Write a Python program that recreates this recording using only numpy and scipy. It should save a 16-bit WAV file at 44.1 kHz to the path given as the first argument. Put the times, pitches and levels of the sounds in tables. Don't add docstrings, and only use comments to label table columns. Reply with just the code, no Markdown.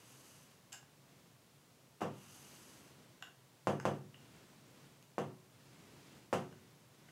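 import sys
import numpy as np
from scipy import signal
from scipy.fft import rfft, irfft
from scipy.io import wavfile

SR = 44100
rng = np.random.default_rng(int(sys.argv[2]) if len(sys.argv) > 2 else 0)


def persist_wave(psi):
    counts = np.round(np.clip(psi, -1, 1) * 32767).astype(np.int16)
    wavfile.write(sys.argv[1], SR, np.atleast_2d(counts).T)


N = 313593
RING_SAMPLES = SR


def from_db(db):
    return 10 ** (np.asarray(db) / 20)


def unit_rms(x):
    return x / np.sqrt(np.mean(x ** 2) + 1e-20)


def at_hz(points, hz):
    known_hz, values = np.array(points).T
    return np.interp(np.log(hz), np.log(known_hz), values)


def add(track, start_s, sound):
    start = round(start_s * SR)
    track[start:start + len(sound)] += sound[:len(track) - start]


def resonance(x, hz, width_hz):
    r = np.exp(-np.pi * width_hz / SR)
    feedback = [1, -2 * r * np.cos(2 * np.pi * hz / SR), r * r]
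    return signal.lfilter(np.array([1, 0, -1]) * (1 - r * r) / 2, feedback, x + 1e-18)


def body(x, modes):
    return sum(from_db(db) * resonance(resonance(x, hz, width), hz, width) for hz, width, db in modes)


def lowpass(x, hz, order=1):
    return signal.sosfilt(signal.butter(order, hz, fs=SR, output="sos"), x)


def coloured_noise(spectrum):
    hz = np.maximum(np.fft.rfftfreq(N, 1 / SR), 1)
    return unit_rms(irfft(rfft(rng.standard_normal(N)) * from_db(at_hz(spectrum, hz)), N))


def drift(per_s):
    return np.interp(np.arange(N) / SR * per_s, np.arange(N), rng.standard_normal(N))


def friction_gain(strokes, power, lead=0):
    t, gain = np.arange(N) / SR, 0
    for fastest_s, rise_s, fall_s, db in strokes:
        peak_s = fastest_s - lead * rise_s
        progress = np.interp(t, [fastest_s - rise_s, peak_s, fastest_s + fall_s], [0, .5, 1])
        speed = np.abs(np.sin(np.pi * progress))
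        gain += from_db(db) * speed ** power
    return gain


# frequency in Hz, relative spectral density in dB.
AIR_SPECTRUM = [(15, -51), (25, -27), (69, -23), (133, -5), (193, -12.5), (684, -19), (762, -22),
                (1080, -20), (1170, -22.5), (1340, -23.5), (1450, -24), (1570, -25.5), (1800, -25),
                (6730, -29), (15500, -35)]

def ventilation(air_db=-66, rumble_db=-73, waver_db=1.0):
    rumble = unit_rms(body(rng.standard_normal(N), [(131.0, 36, 0)]))
    air = from_db(air_db) * coloured_noise(AIR_SPECTRUM)
    return air + from_db(rumble_db + waver_db * drift(per_s=3.6)) * rumble


# frequency in Hz, relative spectral density in dB.
CLOTH_SPECTRUM = [(60, -12), (140, -2), (250, -2.5), (450, -8), (800, -14.5), (2500, -17.5), (7000, -24),
                  (15000, -35.5)]
# fastest moment, rise time and fall time in seconds, rustle level in dB.
ARM_SWINGS = [(0.1, .3, 0.89, -68.5), (1.15, .15, 0.24, -69), (2.7, 0.65, 0.69, -63),
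              (4.3, 0.23, 0.62, -63), (4.88, 0.21, 0.21, -67), (6.08, 0.68, 0.25, -61),
              (6.55, 0.24, 0.44, -68), (7.08, 0.19, .3, -66)]

def sleeve(flutter_db=1.0):
    rustle = coloured_noise(CLOTH_SPECTRUM) * friction_gain(ARM_SWINGS, power=0.88)
    return rustle * from_db(flutter_db * drift(per_s=62))


# frequency in Hz, bandwidth in Hz, gain in dB.
RUB_MODES = [(990, 640, 1), (2860, 440, 2)]
HISS_MODES = [(4800, 550, -1), (6270, 830, 3), (7950, 710, -0.5), (9600, 940, -1), (11800, 1200, -3),
              (13700, 700, -18)]
# fastest moment, rise time and fall time in seconds, hiss level in dB.
TIP_DRAGS = [(0.2, 0.29, 0.4, -65.5), (2.4, 0.3, 0.57, -63)]

def stylus_drag(rub_db=-3.5, grain_db=1.0):
    def driven(modes):
        return unit_rms(sum(from_db(db) * resonance(rng.standard_normal(N), hz, width)
                            for hz, width, db in modes))

    hiss = driven(HISS_MODES) * friction_gain(TIP_DRAGS, power=0.8)
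    rub = driven(RUB_MODES) * friction_gain(TIP_DRAGS, power=0.43, lead=0.32)
    slide = lowpass(hiss + from_db(rub_db) * rub, 14800, order=4)
    return slide * from_db(grain_db * drift(per_s=120))


# frequency in Hz, time to fall by 60 dB in seconds.
DECAY_TIMES = [(100, 0.88), (200, 0.46), (400, 0.41), (800, 0.33), (3000, 0.3), (12000, 0.24)]

def reverberation(spectrum, build_s):
    t, out = np.arange(RING_SAMPLES) / SR, 0
    third_octaves_hz = 50 * 2 ** (np.arange(26) / 3)
    for low, high in zip(third_octaves_hz, third_octaves_hz[1:]):
        hz = np.sqrt(low * high)
        bandpass = signal.butter(2, [low, high], "band", fs=SR, output="sos")
        band = signal.sosfilt(bandpass, rng.standard_normal(2 * RING_SAMPLES))[RING_SAMPLES:]
        envelope = (1 - np.exp(-t / build_s)) * from_db(-60 * t / at_hz(DECAY_TIMES, hz))
        out += unit_rms(band * envelope) * from_db(at_hz(spectrum, hz)) * np.sqrt(high - low)
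    return unit_rms(out) / np.sqrt(RING_SAMPLES)


# frequency in Hz, bandwidth in Hz, gain in dB.
KNOCK_MODES = [(770, 350, 12), (1490, 560, 7.5), (1866, 150, -4), (2884, 310, 8)]
SNAP_MODES = [(2960, 1500, -2), (5260, 1270, -1.5), (6390, 1750, -0.5), (11000, 2200, -11.5)]
# start in seconds, relative level in dB, knock centre in Hz, snap gain in dB,
# swell time in seconds.
DRY_CLICKS = [(0.7196, -54.5, 2840, 3, 0.0051), (0.7275, -52, 1990, 13, 0.00094),
              (0.731, -56.5, 1340, -2, 0.0076), (0.8280, -56, 900, -20, 0.00032),
              (2.0227, -58, 3000, 9, 0.0011), (3.2235, -33.5, 2970, -13, 0.00087),
              (3.7990, -36, 1400, -7, 0.00047), (4.1430, -49.5, 1423, -25, 0.00049),
              (5.0257, -66, 4000, 15.5, 0.00049), (6.5250, -56, 1717, -7, 0.00079),
              (7.0832, -58.5, 1820, -15, 0.0028)]

def small_clicks(room_db=-2.5, gain_db=7.0, knock_width_hz=2600):
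    out, t = np.zeros(N), np.arange(RING_SAMPLES // 10) / SR
    for start_s, db, centre_hz, snap_db, swell_s in DRY_CLICKS:
        burst = rng.standard_normal(len(t)) * t / swell_s * np.exp(1 - t / swell_s)
        knock = body(resonance(burst, centre_hz, knock_width_hz), KNOCK_MODES)
        snap = from_db(snap_db) * body(burst, SNAP_MODES)
        add(out, start_s, from_db(db + gain_db) * (knock + snap))
    room = reverberation([(100, 0), (16000, 0)], build_s=.006)
    return out + from_db(room_db) * signal.fftconvolve(out, room)[:N]


def pressure_pulse(hz=485, width_hz=500, soft_hz=1360, crack_db=-26.5):
    t = np.arange(RING_SAMPLES) / SR
    push = lowpass(resonance(signal.unit_impulse(RING_SAMPLES), hz, width_hz), soft_hz, order=2)
    push -= lowpass(push, 85)
    crack = resonance(rng.standard_normal(RING_SAMPLES), hz=4900, width_hz=4400) * np.exp(-t / 0.0034)
    return -push / np.abs(push).max() + from_db(crack_db) * crack


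# frequency in Hz, relative level in dB,
# time to fall by 60 dB in seconds, number of half waves across the glass.
GLASS_MODES = [(111.4, -9, 0.58, 3.8), (143.6, -1.5, 0.69, 0.96), (199.8, 4, 0.48, 1.23),
               (238.4, -7, 0.78, 2.1), (370, 2, 0.55, 2.93), (477.3, 9.5, 0.21, 2.9), (516, 10, 0.21, 2.97),
               (544, 4.5, 0.26, 1.65), (625, -2, 0.23, 0.88), (695, 1, 0.29, 0.81), (706, -4, 0.23, 4.8),
               (778, 0, 0.3, 0.8), (1038, 2, 0.19, 1.9), (1130, -7, 0.24, 0.61), (1193, -11.5, 0.34, 3.3),
               (1346, -9.5, 0.3, 2.3), (2127, -12.5, 0.23, 3.2), (2850, -12, 0.097, 4.3)]

def panel_ring(phases, spot, level_db=-43.5, shape_db=4.0, build_s=0.0021):
    t = np.arange(RING_SAMPLES) / SR
    hz, db, t60, half_waves = np.array(GLASS_MODES).T[:, :, None]
    struck_db = level_db + db + shape_db * np.cos(np.pi * half_waves * spot)
    modes = from_db(struck_db - 60 * t / t60) * np.sin(2 * np.pi * hz * t + phases[:, None])
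    return modes.sum(axis=0) * (1 - np.exp(-t / build_s))


def stylus_ring(level_db=-53.5, t60_s=0.3):
    t = np.arange(RING_SAMPLES) / SR
    ring = sum(from_db(db) * resonance(rng.standard_normal(RING_SAMPLES), hz, width / 2)
               for hz, width, db in RUB_MODES + HISS_MODES)
    return from_db(level_db - 60 * t / t60_s) * unit_rms(lowpass(ring, 3500))


# frequency in Hz, relative spectral density in dB.
RING_SPECTRUM = [(65, -42), (85, -30), (104, -0.5), (250, -2), (320, -6.5), (470, -3), (680, -8),
                 (1000, -9.5), (1500, -16), (2300, -26.5), (2900, -21), (4000, -41.5), (6300, -33),
                 (14000, -53.5)]
# start in seconds, relative force in dB, pulse gain in dB,
# treble gain in dB, spot on the glass from 0 to 1.
IMPACTS = [(2.007, -16, -12, 9, 0.5), (2.0167, -8, -2, 1.5, 0.82), (2.0191, -11, 4, -3, 0.38),
           (2.029, -6, -15, -8, 0.5), (3.6714, 1.5, -1.5, 0, 0.19), (3.8534, 0.5, -1, 1, 0.18),
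           (5.1816, -3, -2, -0.5, 0.53), (6.3283, -1, -3.5, 5, 0.83), (6.3318, -11, 10, -20, 0.3),
           (6.3397, -16, 6.5, 10, 0.69)]

def stylus_taps(pulse_db=-18, ring_db=-4, treble_hz=1700):
    out = np.zeros(N)
    slow_ring = reverberation(RING_SPECTRUM, build_s=0.0044)
    fast_ring = reverberation(RING_SPECTRUM, build_s=0.0011)
    phases, phase_slopes = rng.uniform(0, 2 * np.pi, (2, len(GLASS_MODES)))
    for start_s, force_db, pulse_gain_db, treble_db, spot in IMPACTS:
        tap = from_db(ring_db) * (np.cos(np.pi * spot) * slow_ring + np.sin(np.pi * spot) * fast_ring)
        tap += panel_ring(phases + spot * phase_slopes, spot)
        tap += from_db(pulse_db + pulse_gain_db) * pressure_pulse()
        tap += stylus_ring()
        dull = lowpass(tap, treble_hz)
        treble = from_db(treble_db) * (tap - dull)
        add(out, start_s, from_db(force_db) * (dull + treble))
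    return out


def scene(air_width_db=-26):
    mid = stylus_taps() + stylus_drag() + small_clicks() + sleeve() + ventilation()
    side = from_db(air_width_db) * ventilation()
    return np.array([mid + side, mid - side])


def record(dry):
    low_hz, high_hz = 55, 15700
    thin = signal.sosfilt(signal.butter(3, low_hz, "high", fs=SR, output="sos"), dry)
    return signal.sosfilt(signal.ellip(10, .1, 70, high_hz, fs=SR, output="sos"), thin)


dry = scene()
out = record(dry)
persist_wave(out)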